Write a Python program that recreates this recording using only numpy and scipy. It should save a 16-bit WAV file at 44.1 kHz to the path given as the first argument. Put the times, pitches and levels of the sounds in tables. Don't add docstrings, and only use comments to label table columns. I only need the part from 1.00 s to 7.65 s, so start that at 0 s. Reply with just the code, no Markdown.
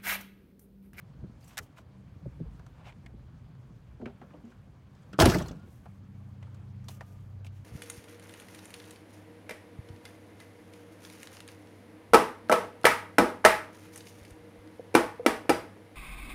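import sys
import numpy as np
from scipy import signal
from scipy.io import wavfile
from scipy.ndimage import uniform_filter1d, minimum_filter1d

SR = 44100
rng = np.random.default_rng(int(sys.argv[2]) if len(sys.argv) > 2 else 0)


def store_pcm(level_fs):
    pcm = np.round(np.clip(level_fs, -1, 1) * 32767).astype(np.int16)
    wavfile.write(sys.argv[1], SR, np.atleast_2d(pcm).T)


def boost(x):
    u = np.asarray(x, float) / 20
    return 10 ** u


N = 293132
SHUT_S = 4.188
SLAM_FIRST, SLAM_SIZE = round(4.1 * SR), round(.6 * SR)
SLAM = slice(SLAM_FIRST, SLAM_FIRST + SLAM_SIZE)


def rms_one(x):
    return x / np.sqrt(np.mean(x ** 2) + 1e-20)


def in_time(rows, outside=None):
    s, *columns = np.transpose(rows)
    return [np.interp(np.arange(N) / SR, s, c, outside, outside) for c in columns]


def drift(rate):
    r = np.exp(-80 * np.pi * rate / SR)
    slow = signal.lfilter([1], [1, -2 * r, r * r], rng.standard_normal(N // 40 + 2002))[2000:]
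    return np.interp(np.arange(N) / 40, np.arange(len(slow)), rms_one(slow))


def resonate(x, hz, width_hz):
    r = np.exp(-np.pi * width_hz / SR)
    top = np.array([1, 0, -1]) * (1 - r * r) / 2
    return signal.lfilter(top, [1, -2 * r * np.cos(2 * np.pi * hz / SR), r * r], x)


def colour(pair, spectrum, patchy_db=0.):
    hz, level_db = np.transpose(spectrum)
    edges = hz[0] * 2 ** np.arange(0, np.log2(hz[-1] / hz[0]) + .4, .5)
    out = 0
    for k, (low, high) in enumerate(zip(edges, np.minimum(edges[1:], .45 * SR))):
        band = signal.sosfilt(signal.butter(2, [low, high], "band", fs=SR, output="sos"), pair[k % 2])
        flicker = patchy_db * drift(14)[:pair.shape[1]] if patchy_db else 0
        middle_db = np.interp(np.log(low * high) / 2, np.log(hz), level_db)
        out = out + boost(middle_db + flicker) * band
    return rms_one(out)


def grains(size, per_s, spread_db):
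    strength = boost(spread_db * np.minimum(rng.exponential(1, (2, size)), 4))
    strength = strength * rng.choice([-1, 1], (2, size))
    return strength * (rng.random((2, size)) < per_s / SR) + 1e-18


def add(out, s, db, x):
    i = round(s * SR)
    x = x[:N - i]
    out[i:i + len(x)] += boost(db) * x / np.max(np.abs(x))


def glide(from_hz, to_hz, size):
    return np.sin(2 * np.pi * np.cumsum(np.linspace(from_hz, to_hz, size)) / SR)


def humps(rows, rest_db):
    t = np.arange(N) / SR
    peaks = [db - 20 * np.abs(t - s) / fall_s for s, db, fall_s in rows]
    return np.max([t * 0 + rest_db] + peaks, axis=0)


def blow_shape(s, db, rise_s, hold_s, fall_db_s):
    age = np.arange(N) / SR - s
    level_db = db - 12 * np.clip(1 - age / rise_s, 0, 1) - fall_db_s * np.maximum(age - rise_s - hold_s, 0)
    return boost(level_db) * (age > 0)


def burst(t60, rise_s):
    t = np.arange(SR // 6) / SR
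    return rng.standard_normal(len(t)) * boost(-60 * t / max(t60, .004)) * (1 - np.exp(-t / rise_s))


def ring(t60, rise_s, hz, width_hz, outer_width_hz):
    return resonate(resonate(burst(t60, rise_s), hz, width_hz), hz, outer_width_hz)


def rings(rows):
    out = np.zeros(N)
    for s, db, hz, width_hz, t60 in rows:
        add(out, s, db, ring(t60, 0.00054, hz, width_hz, 2 * width_hz))
    return out


def knocks(rows, contact_s, upper_db, push_db):
    out, t = np.zeros(N), np.arange(SR // 4) / SR
    chance = rng.random((len(rows), 4))
    for (s, db, hz, t60), ratios in zip(rows, chance):
        modes = np.sin(2 * np.pi * hz * t) * boost(-60 * t / t60)
        modes += boost(push_db) * np.sin(2 * np.pi * .55 * hz * t) * boost(-70 * t / t60)
        for k, share in enumerate(ratios):
            ratio = 1.3 + .5 * k + .4 * share
            upper = np.sin(2 * np.pi * hz * ratio * t) * boost(-60 * t * ratio / t60)
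            modes += boost(upper_db * (k + 1.5)) * upper
        add(out, s, db, modes * (1 - np.exp(-t / contact_s)))
    return out


def hard_ticks(rows, t60):
    out = np.zeros(N)
    for s, db, hz, body_db, snap_db in rows:
        body = resonate(resonate(burst(1.515 * t60, 0.00043), 582, 520), 726, 620)
        snap = resonate(resonate(burst(0.793 * t60, 0.00036), 3300, 5700), 4100, 10000)
        add(out, s, db, ring(t60, 0.00024, hz, 0.269 * hz, 1.38 * hz))
        add(out, s, db + body_db, body)
        add(out, s, db + snap_db, snap)
    return out


# frequency in Hz, density in dB per Hz.
RUMBLE = [(15, -44), (25, -26), (49, -8), (123, 0.5), (170, -5), (211, -14), (248, -13), (277, -27),
          (500, -28), (650, -46.5), (1100, -120)]
# frequency in Hz, density in dB per Hz.
HISS = [(150, -39), (250, -5), (325, -15), (386, -7), (686, -16.5), (761, -13), (1470, -19.5),
        (6700, -37.5), (15200, -46.5), (16000, -45)]
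# time in seconds, wind on the port in dB, seconds to fall 20 dB.
SWINGS = [(0.25, -49, 0.27), (0.63, -48.5, 0.01), (1.28, -49, 0.37), (1.44, -46, 0.3862), (1.7, -58, 0.47),
          (2.0, -54.5, 0.59), (2.24, -52.5, 0.44), (2.58, -59.5, 0.12), (2.9, -53.5, 0.73),
          (3.66, -62.5, 1), (4.08, -63, 0.48), (5.0, -63, 0.73), (6.3, -63, 3.0)]
# time in seconds, lift in dB, seconds to fall 20 dB.
STIRS = [
    (0.6, 3, 1.5),
    (1.55, 2.5, 3.5),
    (3.3, 2.5, 2),
    (4.1, 3, 1.5),
    (5.55, 2.5, 3.5),
    (6.1, 2, 3.5),
]


def yard():
    calm_db, rumble_db, hiss_db = -69, -63.5, -69
    rumble_follows, hiss_follows = .2, 0.0275
    wind_db = humps(SWINGS, calm_db)
    lift_db = wind_db - calm_db
    stir_db = humps(STIRS, 0)
    echo = blow_shape(SHUT_S, db=-47, rise_s=.17, hold_s=0, fall_db_s=68.5)
    push = blow_shape(SHUT_S, db=-39, rise_s=.012, hold_s=.09, fall_db_s=65)
    rumble = colour(rng.standard_normal((2, N)), RUMBLE, patchy_db=3.0)
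    hiss = colour(rng.standard_normal((2, N)), HISS, patchy_db=1.5)
    wind = rms_one(resonate(resonate(rng.standard_normal(N), 52, 40), 52, 40))
    rumble_gain = boost(rumble_db + rumble_follows * lift_db) + echo
    hiss_gain = boost(hiss_db + hiss_follows * lift_db + stir_db) + boost(-18) * echo
    wind_gain = (boost(wind_db) + push) * boost(2.0 * drift(6))
    return boost(9) * rumble_gain * rumble + boost(4.5) * hiss_gain * hiss + wind_gain * wind


# time in seconds, motor in dB, fan in dB.
MOTOR = [(0.0, -57, -61), (0.53, -77, -70), (1.0, -62, -58.5), (1.41, -67, -61.5), (2.26, -66, -57.5),
         (2.54, -62.5, -52.5), (2.92, -67, -70), (3.2, -77, -79), (4.0, -61.5, -62), (4.4, -65.5, -50.5),
         (4.75, -64, -74.5), (5.0, -52, -54), (5.14, -50.5, -53.5), (5.5, -44.5, -49), (5.83, -47, -47.5),
         (6.09, -48.5, -54.5), (6.5, -45, -54), (6.65, -49, -53)]
# time in seconds, level in dB, seconds to fall 20 dB.
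DRONES = [
    (1.0, -57.5, 0.43),
    (1.83, -66.5, 0.2),
    (3.25, -59.5, 1.03),
    (3.9, -63, 1),
    (4.5, -54.5, .6),
    (5.14, -53, 0.8547),
    (5.83, -52.5, 0.72),
    (6.4, -62.5, 0.5),
]


def motor():
    shaft_hz, fan_hz, third_order_db = 96.97, 126.72, -15
    shaft_db, fan_db = in_time(MOTOR)
    second_db = humps(DRONES, -79)
    turn = 2 * np.pi * np.cumsum(shaft_hz * (1 + .003 * drift(3))) / SR
    blade = 2 * np.pi * np.cumsum(fan_hz * (1 + 0.013 * drift(4))) / SR
    shaft = boost(shaft_db + 1.2 * drift(5)) * np.sin(turn)
    orders = np.sin(2 * turn) + boost(third_order_db) * np.sin(3 * turn)
    orders = boost(second_db + .8 * drift(5)) * orders
    fan = boost(fan_db + 1.0 * drift(7)) * np.sin(blade)
    return np.sqrt(2) * (shaft + orders + fan)


# frequency in Hz, width in Hz, level in dB against the shaft.
HOUSING = [(79, 4, -15), (158.4, 4, -21), (211, 5, -21), (252, 5, -26)]


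def housing():
    shaft_db, _ = in_time(MOTOR)
    hum = 0
    for hz, width_hz, db in HOUSING:
        band = resonate(resonate(rng.standard_normal(N), hz, width_hz), hz, width_hz)
        hum = hum + boost(db) * rms_one(band)
    return boost(shaft_db) * hum


# start in seconds, peak in
# dB, pitch in Hz, t60 in seconds.
BUMPS = [
    (0.2965, -41, 200, .05),
    (1.2575, -41, 560, .04),
    (1.456, -49, 450, .08),
    (3.076, -41, 400, .14),
    (4.2585, -9, 235, .05),
    (4.1885, -18, 640, .03),
    (5.478, -56, 900, .04),
    (0.229, -33, 125, .12),
    (3.436, -43, 232, .35),
    (4.2775, -11, 195, .07),
]


def bumps():
    return knocks(BUMPS, contact_s=0.0012, upper_db=-16, push_db=-9)


# start in seconds, peak in dB, pitch in Hz, t60 in seconds.
THUMPS = [(0.2395, -36, 189, 0.08), (0.599, -39, 83.8, 0.128), (1.163, -42, 124.7, 0.118),
          (1.218, -45, 170.5, 0.13), (1.262, -29, 128, 0.11), (1.392, -40, 125.7, 0.12),
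          (1.4025, -28.5, 158, 0.13), (2.049, -44, 116.6, 0.263), (2.141, -37, 119.2, 0.095),
          (2.698, -47, 157.6, 0.12), (2.998, -39, 254, 0.099), (3.021, -33, 230.8, 0.24),
          (3.0575, -27, 237, 0.1), (3.216, -39, 241.3, 0.102), (3.301, -47.5, 145, 0.15),
          (3.339, -42.5, 297.2, 0.155), (3.44, -48, 230, 0.15), (3.47, -47, 239.6, 0.182),
          (3.499, -49.5, 245.7, 0.14)]


def thumps():
    return knocks(THUMPS, contact_s=0.00341, upper_db=-2, push_db=-8.5)


# start, hardest point and end in seconds, level in dB,
# brightness in dB a band.
SCUFFS = [(0.403, .445, 0.497, -68.5, 2), (0.473, 0.481, 0.549, -69.5, 2),
          (0.49, 0.523, 0.586, -64.5, -2.5), (0.588, .63, 0.67, -72, 4.5),
          (0.762, 0.782, 0.82, -60.5, -2.5), (1.747, 1.81, 1.87, -71, -12.5),
          (1.843, 1.886, 1.931, -61.5, -7.5), (3.282, 3.341, 3.25, -72, -9.5),
          (3.404, 3.501, 3.62, -74, -3.5), (4.62, 4.731, 5.0, -79.5, 5), (5.84, 5.847, 5.93, -77.5, 3),
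          (5.882, 5.893, 5.975, -60, 3), (5.98, 6.1, 6.36, -77.5, 3.5), (5.1, 5.2, 5.34, -86, 3),
          (6.444, 6.467, 6.48, -68, 3.5), (6.52, 6.58, 6.68, -75, 0.5)]
# frequency in Hz, width in Hz.
SOLE = [(700, 690), (2500, 1380), (5800, 3330), (11500, 12000)]
SOLE_DB = [-0.5, -0.5, -3, -4.5]


def scuffs():
    edge_db, end_db, lift_off_s = -10, -14.5, .018
    grit_grains = grains(N, 7000, 3.9) * boost(1.68 * drift(32))
    bands = []
    for k, (hz, width) in enumerate(SOLE):
        bands.append(rms_one(resonate(resonate(grit_grains[k % 2], hz, width), hz, 1.71 * width)))
    out = 0
    for start, top, end, db, bright_db in SCUFFS:
        stroke = [(start, edge_db), (top, 0), (end, end_db), (end + lift_off_s, 2 * end_db - 10.5)]
        stroke_db, = in_time(stroke, outside=-130)
        rub = sum(boost((k - 1) * bright_db + SOLE_DB[k]) * band for k, band in enumerate(bands))
        out = out + boost(db + stroke_db) * rub
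    return out


# start in seconds, peak
# in dB, ring in Hz, width in Hz, t60 in seconds.
KEYS = [(0.4093, -59.5, 5140, 1500, .03), (0.4095, -66, 11000, 6000, 0.029),
        (0.4253, -61.5, 4660, 400, 0.051), (0.4422, -59, 7500, 700, 0.078), (0.47, -61.5, 5610, 250, 0.098),
        (0.4772, -60.5, 5770, 400, 0.124), (0.4772, -59, 8000, 600, .08),
        (0.4772, -62.5, 10560, 500, 0.048), (0.478, -65, 12250, 500, .14), (0.4775, -64.5, 4300, 400, .05),
        (0.5051, -57.5, 3340, 1200, 0.059), (0.506, -57, 1700, 900, .1), (0.53, -60, 1900, 900, .08),
        (0.5715, -44, 12000, 7000, .018), (0.578, -36.5, 13000, 6000, .022),
        (0.586, -35.5, 12500, 7000, 0.0205)]


def keys():
    return rings(KEYS)


# start in seconds, peak in dB, ring in Hz,
# dull body and bright snap in dB against the peak.
TICKS = [(0.5713, -33.5, 1590, -8.5, -2.5), (0.5779, -29.5, 1500, -11.5, 3), (0.5865, -29, 1500, -14, -2.5),
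         (0.7706, -51.5, 1430, -7, -18.5), (0.7869, -44.5, 1400, -6, -19.5), (1.2595, -80, 1000, 20, -15),
         (1.4024, -70, 1500, 6, -16), (1.5945, -55.5, 1550, 3.5, -2.5), (1.6639, -50.5, 1280, -3.5, -5),
         (1.8545, -54, 2450, -10, -25.5), (1.883, -53, 2600, -11, -26), (1.923, -50, 2260, -14.5, -18),
         (2.061, -43.5, 1980, -8.5, -9), (2.55, -61.5, 1580, -0.5, -9.5), (3.012, -69.5, 1520, 12.5, -19.5),
         (3.057, -37.5, 1570, -2.5, -37), (3.0714, -49, 1320, 3.5, -29), (3.2142, -50.5, 1250, 7, -34),
         (3.3336, -64.5, 1390, 12, -16.5), (3.451, -58, 1200, -0.5, -18), (3.52, -54.5, 1300, -14.5, -14.5)]


def ticks():
    return hard_ticks(TICKS, t60=0.0325)


# start in seconds, peak in dB, ring in Hz, width in Hz,
# t60 in seconds.
CREAKS = [(0.6, -47.5, 397, 250, 0.108), (1.7943, -55.5, 1000, 500, .05), (1.819, -56.5, 900, 700, .025),
          (1.833, -57, 600, 400, 0.029), (1.855, -56.5, 950, 400, .04), (1.872, -57.5, 1000, 500, 0.048),
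          (1.891, -55, 950, 300, .05), (1.945, -60.5, 800, 400, .04), (3.013, -45, 600, 400, 0.061),
          (3.021, -56.5, 1100, 250, .04), (3.075, -44.5, 550, 450, 0.18), (3.09, -59, 1500, 900, 0.15),
          (3.222, -51, 1150, 400, 0.086), (3.225, -50, 450, 300, 0.128), (3.303, -54, 1045, 250, .08),
          (3.303, -58, 1600, 600, 0.068), (3.336, -58.5, 2800, 400, .03), (3.338, -50.5, 523, 300, 0.127),
          (3.347, -56, 1000, 300, 0.081), (3.367, -52, 425, 250, .08), (3.404, -57.5, 800, 500, 0.09),
          (3.515, -58, 1400, 400, .08)]


def creaks():
    return rings(CREAKS)


# start and end in seconds, start and end pitch in Hz, level in dB.
SKIDS = [
    (1.845, 1.878, 2100, 3000, -53),
    (1.876, 1.915, 2400, 2150, -47.5),
    (1.85, 1.9, 5600, 5200, -62.5),
]


def skids():
    width_hz = 210
    out = np.zeros(N)
    for start, end, from_hz, to_hz, db in SKIDS:
        size = round((end - start) * SR)
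        rough = resonate(rng.standard_normal(SR // 10), width_hz / 2, width_hz)[-size:]
        add(out, start, db, rough * glide(from_hz, to_hz, size) * np.hanning(size) ** 0.37)
    return out


# start and end in seconds, start and end pitch in Hz, level in dB.
SQUEAKS = [
    (1.88, 1.915, 2650, 2300, -66),
    (2.33, 2.75, 161, 158, -54),
    (4.57, 4.67, 1385, 1445, -64),
    (5.84, 6.2, 1222, 1212, -65),
    (4.325, 4.36, 13050, 12950, -48),
]


def squeaks():
    out = np.zeros(N)
    for start, end, from_hz, to_hz, db in SQUEAKS:
        size = round((end - start) * SR)
        swell = np.hanning(size) ** 0.27 * boost(1.22 * drift(25.2)[:size])
        add(out, start, db, glide(from_hz, to_hz, size) * swell)
    return out


# start in seconds, peak in dB,
# ring in Hz, width in Hz, t60 in seconds.
FLICKS = [(3.0585, -43, 2300, 700, .03), (3.0745, -52, 2300, 600, .04), (3.451, -65, 6300, 1500, .04),
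          (3.505, -67, 5200, 2500, .1), (3.95, -66, 3500, 2500, .1), (4.02, -68, 6500, 3000, .06),
          (4.133, -45, 2800, 1800, .04), (4.176, -60, 5000, 5000, .05), (5.842, -62, 5800, 500, .06),
          (5.888, -51, 4200, 500, .05), (5.913, -55, 1300, 900, .04), (6.466, -58, 4600, 1200, .03),
          (5.29, -70, 12000, 5000, .02), (5.546, -62, 6500, 3000, .035), (4.262, -36, 12000, 6000, .35)]


def flicks():
    return rings(FLICKS)


# start in seconds, peak in dB, ring in Hz,
# dull body and bright snap in dB against the peak.
GRIT = [(3.95, -62, 1210, -1.5, 0.5), (4.03, -66, 1290, -2.5, 2.5), (4.856, -54, 1510, 12, -13.5),
        (5.4264, -51, 2040, 6, -10), (5.4694, -55.5, 1366, -7, -21), (5.545, -59.5, 1381, -5, 3.5),
        (5.8414, -63, 1219, -0.5, 3.5), (5.884, -40, 3536, -1.5, 2.5), (6.008, -37.5, 1820, 0, -14),
        (6.0217, -54, 1210, -1, -14.5), (6.4461, -46.5, 2530, -6, -6.5), (6.4653, -47.5, 2660, -5, -3)]


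def grit():
    return hard_ticks(GRIT, t60=0.0429)


# start in seconds, peak in dB, t60 in seconds, ring in Hz,
# ring in dB against the peak.
LATCH = [(4.129, -45, 0.05, 5090, -5.5), (4.1905, -18.5, 0.0415, 3310, -0.5),
         (4.1994, -6, 0.0343, 3380, 0.5), (4.2052, -20, 0.04, 3560, -5), (4.2122, -13.5, 0.024, 3400, -2.5),
         (4.2185, -11, 0.0387, 3370, -2), (4.2556, -9.5, 0.048, 3300, -6), (4.2592, -19, 0.058, 2820, 2),
         (4.2973, -22, 0.044, 2610, -5), (4.344, -31, 0.039, 2570, -5), (4.3686, -46, 0.032, 2820, 1.5),
         (4.384, -33, 0.044, 3450, -0.5), (4.423, -46, 0.038, 6000, -3.5),
         (4.459, -45.5, 0.043, 4230, -2.5), (4.482, -39, 0.043, 2930, -6.5),
         (4.5131, -45.5, 0.033, 2890, -2), (4.5544, -61, 0.042, 2510, -4), (4.5664, -58.5, 0.038, 2790, -4),
         (4.5943, -59.5, 0.04, 4040, -5.5)]
# start in seconds, level in dB, fall in dB per second.
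RATTLES = [
    (4.2, -12, 519),
    (4.257, -24.5, 125),
    (4.435, -53.5, 131.5),
]
# frequency in Hz, density in dB per Hz.
METAL = [(530, -34), (900, -3.5), (1720, -6.5), (2220, -11), (2660, -9), (3000, -13), (3340, -13),
         (4520, -6.5), (6410, -13), (16000, -26)]


def latch():
    settle_s = 4.43
    out = np.zeros(N)
    t = np.arange(N) / SR
    rattle = 0
    for s, db, fall_db_s in RATTLES:
        rattle = rattle + blow_shape(s, db, 0.0026, 0, fall_db_s) * ((t < settle_s) | (s > settle_s))
    contacts = boost(-8.5) * rattle[SLAM]
    for s, db, t60, hz, ring_db in LATCH:
        add(out, s, db + ring_db - 7, ring(t60, 0.0007, hz, .16 * hz, 0.35 * hz))
        age = np.maximum(t[SLAM] - s, 0)
        contacts = contacts + boost(db - 10 - 60 * age / max(t60, .004)) * (1 - np.exp(-age / .0005))
    out[SLAM] += contacts * colour(grains(SLAM_SIZE, 6000, 3.5), METAL, patchy_db=2.0)
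    return out


# start in seconds, peak in dB, ring in Hz, t60 in seconds.
TRIM = [(4.1301, -38, 1442, 0.042), (4.1414, -43, 1300, 0.081), (4.1881, -14, 1150, 0.022),
        (4.2184, -9.5, 1540, 0.0386), (4.2705, -22, 920, 0.069), (4.3192, -23, 1505, 0.064),
        (4.3302, -25, 1500, 0.048), (4.3423, -21, 1790, 0.043), (4.4006, -32, 1060, 0.072),
        (4.401, -31, 1702, 0.08), (4.4843, -44.5, 1347, 0.05), (4.5255, -50.5, 1400, 0.052)]


def trim():
    out = np.zeros(N)
    for s, db, hz, t60 in TRIM:
        add(out, s, db - 3.0, ring(t60, 0.0014, hz, 0.17 * hz, .5 * hz))
    return out


# start in seconds, peak in dB, pitch in Hz, t60 in seconds.
BLOWS = [(4.133, -32.5, 193.1, 0.153), (4.188, -10.5, 353, 0.145), (4.195, -9, 332.9, 0.167),
         (4.209, -4.5, 653.5, 0.0564), (4.219, -11, 140, 0.123), (4.236, -4, 89.3, 0.087),
         (4.26, -2, 354.5, 0.0553), (4.275, -9.5, 225, 0.035), (4.278, -1.5, 138, 0.062),
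         (4.305, -33, 80.7, 0.13), (4.324, -38.5, 80, 0.077), (4.339, -22, 157.6, 0.18),
         (4.351, -15.5, 183.6, 0.179), (4.356, -21, 321.4, 0.103), (4.352, -21.5, 642.8, 0.093),
         (4.408, -23, 158.2, 0.126), (4.478, -32, 165, 0.07), (4.51, -29, 169.9, 0.118)]


def seal_blows():
    return boost(-1.0) * knocks(BLOWS, contact_s=0.00086, upper_db=-2.5, push_db=-15)


# start in seconds, peak in dB, ring in Hz, width in Hz, t60 in seconds.
CHINKS = [(4.184, -41, 3000, 4000, 0.031), (4.1925, -29, 9500, 4000, 0.028),
          (4.2125, -23, 10180, 1500, 0.019), (4.2125, -28, 15500, 900, 0.0196),
          (4.2185, -20.5, 9970, 2000, 0.0193), (4.2185, -26, 15500, 900, .025),
          (4.2552, -21.5, 9940, 1500, 0.0246), (4.271, -22, 2000, 1000, 0.0144),
          (4.322, -37, 6500, 900, .03), (4.3427, -33, 4650, 600, 0.036), (4.345, -39.5, 8500, 1500, 0.027),
          (4.369, -42.5, 15000, 1500, .04), (4.37, -43, 5500, 1500, 0.027), (4.3836, -38, 6480, 900, 0.027),
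          (4.385, -46, 9550, 1200, 0.029), (4.42, -43.5, 6020, 600, 0.042), (4.421, -48, 7770, 500, 0.047),
          (4.4589, -51.5, 4190, 250, .16), (4.466, -55.5, 15000, 1200, .04),
          (4.466, -56.5, 10500, 1500, 0.059), (4.478, -54.5, 14800, 1500, 0.028),
          (4.4824, -42, 5560, 1500, 0.018), (4.4824, -58, 7800, 400, 0.061), (4.49, -50, 3505, 400, 0.057),
          (4.5128, -54.5, 6090, 600, 0.0355)]


def chinks():
    return rings(CHINKS)


# frequency in Hz, width in Hz, level in dB.
PANEL = [(91.7, 17, 3), (140, 42, 1.5), (237, 56, -3.5), (353, 14, -0.5), (379.9, 18, -1.5), (475, 14, 0),
         (566, 15, -17), (634.7, 18, -6.5), (779, 40, -9), (817.4, 7.7, -10), (1012, 18, -12),
         (1150, 15, -15), (1400, 22, -13), (1790, 24, -16), (2260, 34, -23), (2793, 20, -21.5)]
# frequency in Hz, density in dB per Hz.
PANEL_BED = [(32, -37), (55, -7), (92, -2), (351, -2.5), (425, -12.5), (467, -6.5), (2500, -26),
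             (3250, -54.5), (5500, -120)]


def panel():
    shaken = blow_shape(SHUT_S, db=-15.5, rise_s=.014, hold_s=0.0457, fall_db_s=132)[SLAM]
    jolts = grains(SLAM_SIZE, 4000, 3.5)
    ringing = 0
    for k, (hz, width, db) in enumerate(PANEL):
        mode = rms_one(resonate(jolts[k % 2], hz, width)) * np.sqrt(width)
        ringing = ringing + (-1) ** k * boost(db) * mode
    skin = rms_one(rms_one(ringing) + .7 * colour(jolts, PANEL_BED))
    out = np.zeros(N)
    out[SLAM] = boost(-2.5) * shaken * skin
    return out


# start in seconds, peak in dB, ring in Hz, width in Hz, t60 in seconds.
SETTLING = [
    (4.222, -15, 822, 90, 0.066),
    (4.228, -19, 400, 80.1, .05),
    (4.405, -33, 633, 120, 0.085),
    (4.455, -40, 752, 400, 0.079),
    (4.51, -40.5, 419, 249.8, 0.092),
    (4.545, -39.5, 151, 90, 0.202),
    (4.63, -48, 219.6, 150, .12),
    (4.675, -45.5, 180, 149.5, 0.094),
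]


def settling():
    return rings(SETTLING)


def scene():
    surroundings = yard() + motor() + housing()
    seat = bumps() + thumps() + keys() + ticks() + creaks()
    walker = scuffs() + skids() + squeaks() + flicks() + grit()
    slam = latch() + trim() + seal_blows() + chinks() + panel() + settling()
    return (surroundings + seat + walker + slam)[None]


def roll_off(x):
    return signal.sosfilt(signal.butter(12, 16810, fs=SR, output="sos"), x)


def record(dry):
    limit, release_db_s = 0.482, 303
    cutoff_hz, port_hz = 16050, 42
    over_db = np.maximum(20 * np.log10(np.abs(dry) / limit + 1e-9), 0)
    fall = release_db_s * np.arange(N) / SR
    held_db = np.maximum.accumulate(over_db + fall, axis=1) - fall
    gain = uniform_filter1d(minimum_filter1d(boost(-held_db), size=61), size=61)
    cut = signal.sosfilt(signal.ellip(10, .5, 60, cutoff_hz, fs=SR, output="sos"), dry * gain)
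    cut = signal.sosfilt(signal.butter(4, port_hz, "high", fs=SR, output="sos"), cut)
    return roll_off(cut)


dry = scene()
out = record(dry)
store_pcm(out)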